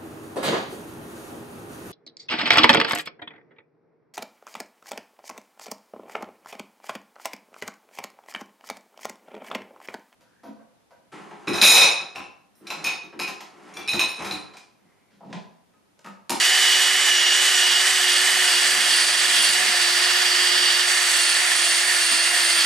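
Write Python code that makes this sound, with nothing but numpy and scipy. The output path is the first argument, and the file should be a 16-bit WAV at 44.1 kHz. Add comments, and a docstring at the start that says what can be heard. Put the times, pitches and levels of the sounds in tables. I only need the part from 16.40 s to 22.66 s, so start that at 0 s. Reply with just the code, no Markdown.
"""A wire wheel in a cordless drill scrubs to and fro over the metal hull of a boat, close to the microphone.
Countless bristle tips flick the sheet: random clicks, shaped by the metal, make it clatter, ring and hiss.
The drill's motor hums and its gears whine, as tones locked to the rotor. Each push slows the rotor a little
and draws a high whistle toward the gear housing's resonance. Now and then the hull gives a soft bump."""
import sys
import numpy as np
from scipy import signal
from scipy.fft import rfft, irfft, next_fast_len
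from scipy.io import wavfile

SR = 44100
rng = np.random.default_rng(int(sys.argv[2]) if len(sys.argv) > 2 else 0)


def store_wav(level_fs):
    """Save 16-bit WAV to argv[1]."""
    pcm = np.round(np.clip(np.atleast_2d(level_fs), -1, 1) * 32767)
    wavfile.write(sys.argv[1], SR, pcm.T.astype(np.int16))


N = 276013
TIME = np.arange(N) / SR  # seconds
SIZE = next_fast_len(N + 2048, True)
BINS = np.maximum(np.arange(SIZE // 2 + 1) * SR / SIZE, 1)  # Hz
GEAR_RATIO = 15.05  # rotor turns per turn of the wheel


def from_db(db):
    """Turn decibels into gain."""
    return 10 ** (np.asarray(db) / 20)


def rms_one(x):
    """Scale to unit power."""
    return x / np.sqrt(np.mean(x ** 2) + 1e-20)


def in_time(rows):
    """Give each column of a time table a value at every sample."""
    seconds, *columns = np.transpose(rows)
    return [np.interp(TIME, seconds, column) for column in columns]


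def in_frequency(points):
    """Give a frequency table a value at every frequency bin, with pitch on a log scale."""
    hz, value = np.transpose(points)
    return np.interp(np.log(BINS), np.log(np.maximum(hz, 1)), value)


def drift(rate_hz):
    """Smooth random wandering, mostly slower than rate_hz; its spread is 1."""
    coarse = TIME[::20]
    hz = np.fft.rfftfreq(len(coarse), coarse[1])
    spectrum = rfft(rng.standard_normal(len(coarse))) / (1 + (hz / rate_hz) ** 2)
    slow = irfft(spectrum, len(coarse))
    return np.interp(TIME, coarse, rms_one(slow))


# The hand's strokes; where they overlap, their forces add. A force of 1 is a firm push.
# (start [s], end [s], force at start [firm pushes], force at end [firm pushes]), before the rise and fall
HAND_STROKES = [(-.27, .16, .74, 1.05), (.08, .61, .6, .68), (.52, 1.07, .56, 1.02),
                (1.08, 1.27, 1.6, 1.17), (1.15, 1.46, .56, 1.7), (1.53, 1.88, 1.27, 1.15),
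                (1.95, 2.43, 1.52, .17), (2.35, 2.9, 1.42, .66), (2.76, 3.21, .72, 1.44),
                (3.22, 3.78, 1.37, .33), (3.51, 4.65, .41, .55), (4.52, 5.05, .33, 1.47),
                (5.01, 5.52, 1.12, .93), (5.47, 5.95, 1.09, 1.35), (5.8, 6.35, .35, 1.47)]
PRESS_S, EASE_S = .22, .154  # time to lean in fully, time to ease off


def pressure():
    """Force of the wheel on the hull: every stroke rises, leans in or slackens, and falls."""
    push = 0
    for start, end, first, last in HAND_STROKES:
        force = np.interp(TIME, [start, end], [first, last])
        rise_and_fall = np.minimum((TIME - start) / PRESS_S, (end - TIME) / EASE_S)
        push = push + force * np.clip(rise_and_fall, 0, 1)
    return push


# What a firm push adds to each part of the sound: {part: change in level [dB]}
FIRM_PUSH_DB = {"hum": 1.1, "second": -3, "motor": 1.5, "overtones": 4, "gears": 3, "upper gear": 6,
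                "whistle": 9.5, "clatter": -0.4, "skitter": -4.5, "sheet": 1, "ring": 8, "high ring": 7.5,
                "hiss": -0.4, "rumble": 1}


def push_db(part, push):
    """Change in a part's level, in dB, in proportion to the push."""
    return FIRM_PUSH_DB[part] * push


def flicks(per_s, spread_db):
    """Bristle tips snap free at random, each with a force of its own."""
    luck = np.minimum(rng.exponential(1, SIZE), 4)
    force = from_db(spread_db * luck) * rng.standard_normal(SIZE)
    return rms_one(force * (rng.random(SIZE) < per_s / SR))


# How alike the brushing is at the two microphone ports
# (frequency [Hz], likeness [0 = unlike, 1 = the same; capped at .995])
PORT_LIKENESS = [(60, .98), (170, 0.98), (330, 1), (500, 0.88), (800, 0.35), (1200, 0.6), (1800, 0.88),
                 (2800, 0.38), (4500, 0.68), (6400, 0.43), (9000, 0.88), (10500, 1), (15000, 1)]


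def brushed(colour, modes, per_s, spread_db):
    """Flicks shaped by the metal's colour and resonances; the wide sheet reaches the ports partly unlike."""
    body = 1
    for hz, width, db in modes:
        body = body + from_db(db) / (1 + 1j * (BINS ** 2 - hz ** 2) / (BINS * width))
    alike = np.clip(in_frequency(PORT_LIKENESS), 0, .995)
    mid = rfft(flicks(per_s, spread_db))
    side = rfft(flicks(per_s, spread_db))
    ports = np.sqrt(1 + alike) * mid + np.sqrt(1 - alike) * side * [[1], [-1]]
    return rms_one(irfft(ports * body * from_db(in_frequency(colour)), SIZE)[:, :N])


def whine(turns, orders, flutter_db, smear, wander):
    """Tones locked to a shaft; play between parts shakes each level and phase (smear, wander: radians)."""
    tones = 0
    for order, db in orders:
        gain = from_db(db + flutter_db * drift(67))
        phase = 2 * np.pi * (order * turns + rng.random()) + smear * drift(126) + wander * drift(20)
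        tones = tones + gain * np.sin(phase)
    return rms_one(tones)


# Broad colour of the hull's clatter: (frequency [Hz], relative level per Hz [dB])
CLATTER_COLOUR = [(60, -58), (250, -44), (450, -20.5), (650, -15), (1000, -9.5), (1500, -6), (1700, -4),
                  (2050, -6.5), (2400, -6.5), (2900, -4), (4000, -37), (10000, -55)]
# Hull resonances: (frequency [Hz], width [Hz], strength against the colour [dB])
HULL_RESONANCES = [(592, 66, -10), (850, 21, -8), (1233, 49, -12.5), (1448, 61, -19.5), (1846, 180, -3.5),
                   (1870, 250, -7.5)]


def hull_clatter(level_db, push, grip_db):
    """The hull's lower resonances answer the flicks."""
    noise = brushed(CLATTER_COLOUR, HULL_RESONANCES, per_s=26000, spread_db=0.7)
    return from_db(level_db + push_db("clatter", push) + grip_db) * noise


# Broad colour of the ringing sheet: (frequency [Hz], relative level per Hz [dB])
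SHEET_COLOUR = [(150, -75), (1800, -41), (2500, -5.5), (2900, -2.5), (3350, -1), (3700, -0.5), (4050, -2),
                (4600, -1.5), (5000, -4), (5400, -3), (6000, -8), (7200, -12), (10000, -43)]
# Sheet resonances: (frequency [Hz], width [Hz], strength against the colour [dB])
SHEET_RESONANCES = [(2880, 110, -9.5), (3330, 300, -7), (4240, 41, -4.5), (4640, 180, -15), (4880, 100, -5),
                    (2560, 130, -9), (5720, 200, -13)]


def sheet_ring(level_db, push, grip_db):
    """The thin sheet rings in its higher resonances under the flicks."""
    noise = brushed(SHEET_COLOUR, SHEET_RESONANCES, per_s=30000, spread_db=1.6)
    return from_db(level_db + push_db("sheet", push) + grip_db) * noise


# Colours of the tips' hiss and of their finest spray: (frequency [Hz], relative level per Hz [dB])
HISS_COLOUR, FIZZ_COLOUR = [(200, -70), (3500, -11), (5500, -4), (6500, 3), (7200, -1), (7800, 6),
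                            (9200, 2), (9900, -5.5), (11000, -17), (12500, -18), (14000, -22), (15500, -31)], [(3000, -45), (8500, -4.5), (10200, 1.5), (11800, -0.5),
                                          (13500, -6.5), (15000, -19)]
# Level of the finest spray before its random swings: (time [s], level [dB])
FIZZ_LEVELS = [(0, -36.5), (.7, -37.5), (.85, -42.5), (1.05, -35.5), (1.25, -39), (1.5, -38), (2.05, -38),
               (2.65, -38.5), (2.78, -40.5), (2.92, -37.5), (3.3, -39.5), (4.1, -39), (4.3, -41.5),
               (4.75, -38), (4.97, -42), (5.1, -40.5), (5.32, -40), (5.44, -40.5), (5.56, -38.5),
               (5.88, -39), (6.1, -38), (6.26, -38)]
HISS_FOLLOWS = 0.66  # share of the spray's table swings that the hiss follows


def tip_hiss(level_db, push, grip_db):
    """The bristle tips' hiss and finest spray; the hiss partly follows the spray."""
    fizz_db, = in_time(FIZZ_LEVELS)
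    bite_db = HISS_FOLLOWS * (fizz_db - fizz_db.mean()) + 0.6 * drift(16)
    hiss_gain = from_db(level_db + push_db("hiss", push) + grip_db + bite_db)
    hiss = hiss_gain * brushed(HISS_COLOUR, [], per_s=36000, spread_db=2.5)
    fizz_gain = from_db(fizz_db + grip_db + 1.3 * drift(25))
    fizz = fizz_gain * brushed(FIZZ_COLOUR, [], per_s=34000, spread_db=2.5)
    return hiss + fizz


# The two bands that ring out under a push: (frequency [Hz], relative level per Hz [dB])
RING_COLOUR, HIGH_RING_COLOUR = [(1500, -45), (2700, -27), (3000, -7.5), (3280, -3.5), (3500, -9.5),
                                 (4000, -23), (6500, -45)], [(3000, -44), (4300, -12), (4550, -7), (4750, 1), (5000, -16),
                                               (5250, -7), (6500, -35)]
# Each spot of the hull favours one band or the other; levels with no push
# (time [s], ring level [dB], high ring level [dB])
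RING_LEVELS = [(0, -44, -43), (.25, -29.5, -33), (.55, -38, -41), (.8, -33, -41), (1.3, -34, -37),
               (1.8, -33.5, -37), (2.3, -37, -34), (2.52, -32.5, -36), (2.73, -42, -41), (2.95, -31, -39),
               (3.3, -53, -39), (3.75, -35.5, -35), (4.3, -31, -34), (4.55, -44, -45), (5.2, -41, -40),
               (5.8, -47, -39), (6.26, -36, -42)]


def pressed_ring(push):
    """Two bands of the sheet ring out much louder as the wheel is pressed."""
    ring_db, high_db = in_time(RING_LEVELS)
    ring_gain = from_db(ring_db + push_db("ring", push) + 1.4 * drift(16))
    ring = ring_gain * brushed(RING_COLOUR, [], per_s=30000, spread_db=-1.0)
    high_gain = from_db(high_db + push_db("high ring", push) + 1.0 * drift(14))
    return ring + high_gain * brushed(HIGH_RING_COLOUR, [], per_s=30000, spread_db=-3.5)


# The band where the lightly scraped hull sings: (frequency [Hz], relative level per Hz [dB])
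SKITTER_COLOUR = [(1300, -39.5), (1700, -2.5), (1900, -3.5), (2060, 0), (2200, -2.5), (2500, -7.5),
                  (3000, -31)]
# Its level with no push: (time [s], level [dB])
SKITTER_LEVELS = [(0, -26), (.5, -27), (1.2, -29.5), (1.8, -28.5), (2.3, -30), (3.3, -28.5), (4.2, -34.5),
                  (4.6, -28), (6.26, -28.5)]


def skitter(push):
    """The hull sings while the wheel skitters lightly over it; a push quiets it."""
    level_db = in_time(SKITTER_LEVELS)[0] + push_db("skitter", push)
    return from_db(level_db) * brushed(SKITTER_COLOUR, [], per_s=24000, spread_db=-0.5)


# Narrow resonances inside the skitter band: (middle frequency [Hz], relative level [dB])
STRAND_RESONANCES = [(1730, -0.5), (1830, -1.5), (1930, -0.5), (2060, -2)]
STRANDS_DB = -2.5  # level against the skitter
STRAND_WIDTH_HZ, STRAND_WAVER_HZ, STRAND_SWELL_DB = 12, 22.99, 1.4


def strands(push):
    """Narrow hull resonances waver in pitch, swell and fade as the wheel moves from spot to spot."""
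    out = 0
    for hz, db in STRAND_RESONANCES:
        pitch = hz + STRAND_WAVER_HZ * drift(4)
        # slow noise in two parts widens the tone into a narrow band
        narrow_noise = drift(STRAND_WIDTH_HZ) + 1j * drift(STRAND_WIDTH_HZ)
        ringing = narrow_noise * np.exp(2j * np.pi * np.cumsum(pitch) / SR)
        out = out + from_db(db + STRAND_SWELL_DB * drift(4)) * ringing.real
    level_db = in_time(SKITTER_LEVELS)[0] + push_db("skitter", push) + STRANDS_DB
    return from_db(level_db) * rms_one(out)


# Broad colour of the hull's rumble: (frequency [Hz], relative level per Hz [dB])
RUMBLE_COLOUR = [(20, -15), (70, -17), (130, -16), (170, -2), (215, -3), (240, 2), (290, 8), (400, 2),
                 (600, -16), (1200, -40)]


def hull_rumble(level_db, push):
    """Sparser flicks shake the hull at low pitch."""
    around_mean_db = push_db("rumble", push - push.mean())
    noise = brushed(RUMBLE_COLOUR, [], per_s=4000, spread_db=1.5)
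    return from_db(level_db + around_mean_db + 1.8 * drift(9)) * noise


# Tones of the uneven tufts: (multiple of the wheel speed, relative level [dB])
TUFT_TONES = [(7, -5), (9, 6), (11, -1), (12, -2), (16, 3), (19, 1), (24, 4.5)]
# Level of their drone before random swings: (time [s], level [dB])
TUFT_LEVELS = [(0, -61.5), (1.6, -61), (2.1, -56), (2.33, -50), (2.55, -58), (2.8, -53), (3.0, -54),
               (3.28, -49.5), (3.45, -61), (5, -63.5), (6.26, -61)]


def tuft_drone(turns):
    """Uneven tufts strike the hull again on every turn of the wheel and make it drone."""
    gain = from_db(in_time(TUFT_LEVELS)[0] + 2.4 * drift(4.6))
    return gain * whine(turns / GEAR_RATIO, TUFT_TONES, flutter_db=5.0, smear=0.26, wander=.25)


# Slow changes as the wheel travels over the hull, before the push and random swings
# (time [s], hull clatter level [dB], sheet ring level [dB], tip hiss level [dB], hull rumble level [dB])
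BRUSHING_LEVELS = [(0, -24.5, -22.5, -27.5, -58), (1.6, -24.5, -23.5, -25.5, -59),
                   (2.4, -24, -24.5, -26, -56), (3.1, -24.5, -23.5, -25.5, -57),
                   (3.7, -24, -24.5, -28, -61), (4.28, -25, -24, -28, -53), (4.5, -25, -25, -25, -70),
                   (5.3, -25.5, -25, -25, -64), (6.26, -24.5, -25.5, -29, -62)]


def wire_wheel(turns, push):
    """The bristles drive the hull from rumble to hiss; the drill's shake ripples the upper parts."""
    clatter_db, sheet_db, hiss_db, rumble_db = in_time(BRUSHING_LEVELS)
    grip_db = 0.75 * drift(25) + 0.13 * drift(12.0)
    ripple = 1 + 0.095 * np.sin(2 * np.pi * turns)  # once per rotor turn
    upper = sheet_ring(sheet_db, push, grip_db) + pressed_ring(push) + tip_hiss(hiss_db, push, grip_db)
    lower = hull_clatter(clatter_db, push, grip_db) + skitter(push) + hull_rumble(rumble_db, push)
    return ripple * upper + lower + tuft_drone(turns)


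# Rotor speed running free at the start, its steady decline, and its sag under a firm push
FREE_HZ, DECLINE_HZ_PER_S, SAG_HZ = 378.2, 2.74, 15


def rotor_turns(push, wobble, unrest):
    """The rotor sags under a push; drag sways it once per turn of the uneven wheel, and at random."""
    speed = FREE_HZ - DECLINE_HZ_PER_S * TIME - SAG_HZ * push
    wheel = np.cumsum(speed) / SR / GEAR_RATIO
    unevenness = 1 + wobble * np.sin(2 * np.pi * wheel) + unrest * drift(21.7)
    return np.cumsum(speed * unevenness) / SR


# Motor tones that swell together: (multiple of the rotor speed, relative level [dB])
MOTOR_TONES = [(8, 0), (7.67, -16), (7.87, -21), (8.2, -18)]
# Their level with no push, before random swings: (time [s], level [dB])
MOTOR_LEVELS = [(0, -26), (.3, -23), (.5, -26.5), (.65, -25), (1.05, -24.5), (1.24, -24), (1.4, -27),
                (1.62, -29), (2.15, -29.5), (2.27, -34), (2.55, -31), (2.72, -48), (2.84, -36),
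                (3.0, -29.5), (3.2, -33), (3.55, -39), (3.8, -34), (4.3, -29), (4.55, -40), (4.82, -32.5),
                (5.1, -46), (5.25, -32), (5.5, -41), (5.72, -34), (6.26, -38)]
# Fainter motor tones: (multiples of the rotor speed)
OVERTONES = [4, 16, 19]
# (time [s], level [dB] of each fainter tone in turn, with no push)
OVERTONE_LEVELS = [(0, -63, -36, -36.5), (1.2, -43, -34, -36.5), (2.2, -46, -45, -47),
                   (4.2, -43.5, -42, -46), (6.26, -43.5, -47, -45)]


def motor_whine(turns, push):
    """The motor poles whine; side tones beat against the main one and make it rasp."""
    gain = from_db(in_time(MOTOR_LEVELS)[0] + push_db("motor", push) + 1.46 * drift(32))
    motor = gain * whine(turns, MOTOR_TONES, flutter_db=0.65, smear=0.38, wander=0.39)
    for order, db in zip(OVERTONES, in_time(OVERTONE_LEVELS)):
        tone = whine(turns, [(order, 0)], flutter_db=3.0, smear=0.46, wander=.3)
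        motor += from_db(db + push_db("overtones", push)) * tone
    return motor


# Gear tones: (multiple of the rotor speed, relative level [dB])
GEAR_TONES = [(12.72, 0), (11.72, -15)]
# Levels of these and of the upper gear tone with no push, before random swings: (time [s], level [dB])
GEAR_LEVELS, UPPER_GEAR_LEVELS = [(0, -32.5), (.85, -51), (1.5, -36), (2.3, -35), (3.2, -32.5), (3.6, -33),
                                  (3.9, -29.5), (4.3, -28.5), (4.45, -33.5), (4.64, -36), (4.74, -31.5),
                                  (5.1, -35.5), (5.4, -33), (5.7, -34), (6.26, -34)], [(0, -42.5), (2.4, -40), (3.4, -40), (4.2, -31.5),
                                                      (4.5, -42), (5.4, -54), (6.26, -32)]


def gear_whine(turns, push):
    """The gears whine roughly at multiples of the rotor speed, louder under load."""
    gain = from_db(in_time(GEAR_LEVELS)[0] + push_db("gears", push) + 1.8 * drift(22))
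    gears = gain * whine(turns, GEAR_TONES, flutter_db=2.5, smear=0.51, wander=0.73)
    upper_gain = from_db(in_time(UPPER_GEAR_LEVELS)[0] + push_db("upper gear", push))
    return gears + upper_gain * whine(turns, [(13.72, 0)], flutter_db=1.0, smear=1.1, wander=0.74)


HOUSING_HZ, HOUSING_WIDTH_HZ = 9080, 560


def housing(hz):
    """The gear housing's resonance: its gain for a tone of this pitch."""
    return 1 / np.hypot(1, 2 * (hz - HOUSING_HZ) / HOUSING_WIDTH_HZ)


# Levels of the two whistles before the housing's gain, the push and random swings: (time [s], level [dB])
WHISTLE_LEVELS, LOW_WHISTLE_LEVELS = [(0, -50), (1.1, -55), (1.7, -40), (2.6, -37.5), (3.1, -36),
                                      (3.4, -41), (4.2, -45), (4.6, -41), (4.78, -38), (5.3, -36),
                                      (5.8, -38.5), (6.05, -37), (6.26, -39)], [(0, -58), (1.6, -52), (2.4, -33), (3.8, -40),
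                                                             (4.6, -34), (6.26, -28)]
WHISTLE_ORDER, LOW_WHISTLE_ORDER = 26.46, 25.46  # multiples of the rotor speed


def gear_whistles(turns, push):
    """Two high gear whistles grow loud as they glide toward the housing's resonance."""
    speed = np.gradient(turns) * SR
    gain = from_db(in_time(WHISTLE_LEVELS)[0] + push_db("whistle", push) + 1.1 * drift(10))
    tone = whine(turns, [(WHISTLE_ORDER, 0)], flutter_db=3.0, smear=0.46, wander=0.54)
    low_gain = from_db(in_time(LOW_WHISTLE_LEVELS)[0])
    low_tone = whine(turns, [(LOW_WHISTLE_ORDER, 0)], flutter_db=2.0, smear=1.4, wander=1.0)
    whistle = gain * housing(WHISTLE_ORDER * speed) * tone
    return whistle + low_gain * housing(LOW_WHISTLE_ORDER * speed) * low_tone


# Slow changes as the drill is moved about: levels of the hum and of its second harmonic with no push
# (time [s], level [dB])
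HUM_LEVELS, SECOND_LEVELS = [(0, -46), (2.1, -43), (2.7, -47), (4.1, -40.5), (4.7, -45.5), (6.26, -45.5)], [(0, -38.5), (.9, -47), (1.7, -41), (3.05, -42.5),
                                                (3.3, -36), (3.7, -42.5), (4.3, -44.5), (6.26, -39.5)]


def rotor_hum(turns, push):
    """The rotor's unbalance hums cleanly, once and twice per turn."""
    gain = from_db(in_time(HUM_LEVELS)[0] + push_db("hum", push))
    hum = gain * whine(turns, [(1, 0)], flutter_db=2.0, smear=.03, wander=0)
    second_gain = from_db(in_time(SECOND_LEVELS)[0] + push_db("second", push))
    return hum + second_gain * whine(turns, [(2, 0)], flutter_db=4.5, smear=0.1, wander=0)


def drill(turns, push):
    """All tones of the drive follow the one rotor."""
    tones = motor_whine(turns, push) + gear_whine(turns, push)
    return tones + gear_whistles(turns, push) + rotor_hum(turns, push)


# Moments when the hull flexes: (time [s], level [dB]), before the modes' own levels and the soft onset
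BUMP_TIMES = [(2.35, -47), (3.29, -46), (5.712, -31)]
# Low hull modes: (frequency [Hz], relative level [dB], time to fade by 60 dB [s])
BUMP_RESONANCES = [(155, -14, 0.21), (254, -5, 0.18), (295, -4, .14)]


def bumps():
    """The flexing hull swells softly and rings briefly in its low modes."""
    out = np.zeros(N)
    for start, level_db in BUMP_TIMES:
        age = np.maximum(TIME - start, 0)
        ring = 0
        for hz, db, t60 in BUMP_RESONANCES:
            ring = ring + from_db(level_db + db - 60 * age / t60) * np.sin(2 * np.pi * hz * age)
        out += ring * (1 - np.exp(-age / 0.0073))  # soft onset
    return out


# Difference in level between the ports: (frequency [Hz], left minus right [dB])
PORT_LEAN = [(60, 0), (160, 0.5), (350, -1), (500, -2), (750, -4.5), (1200, -3.5), (2000, -4.5),
             (3300, -3.5), (4500, -2.5), (6400, -2), (9000, -1.5), (10500, -0.5)]
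# Difference in phase between the ports: (frequency [Hz], lead of the left [rad])
PORT_LEAD = [(100, 0), (350, 0.25), (690, 0.15), (1380, 1), (2070, 0.0096), (2900, 0.74), (4570, 0.54),
             (6400, 0.32), (8000, 0.29), (9500, 0.48), (11000, 0), (15300, 0.1)]


def place(x):
    """The work lies to the right of two closely spaced ports, so level and phase differ between them."""
    half = from_db(in_frequency(PORT_LEAN) / 2) * np.exp(.5j * in_frequency(PORT_LEAD))
    return irfft(rfft(x, SIZE) * np.array([half, 1 / half]), SIZE)[:, :N]


# The work drifts off to the right as the hand comes nearer
# (time [s], change in the difference between the ports [dB])
OFF_AXIS_DRIFT = [(0, -6.5), (3.8, 0), (6.26, -1)]


def drift_right(ports):
    """The further off axis the wheel works, the more the two ports differ."""
    off_axis_db, = in_time(OFF_AXIS_DRIFT)
    mid = ports.mean(axis=0)
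    return mid + from_db(off_axis_db) * (ports - mid)


def scene():
    """Wheel, drill and hull together; the hand's pressure drives wheel and drill."""
    push = pressure()
    turns = rotor_turns(push, wobble=0.002, unrest=0.001463)
    hull = wire_wheel(turns, push) + strands(push) + bumps()
    return drift_right(place(hull)) + place(drill(turns, push))


def record(dry):
    """The treble is cut steeply above 15 kHz."""
    low_pass = signal.ellip(10, .1, 80, 15000, fs=SR, output="sos")
    return signal.sosfilt(low_pass, dry)


dry = scene()
out = record(dry)
store_wav(out)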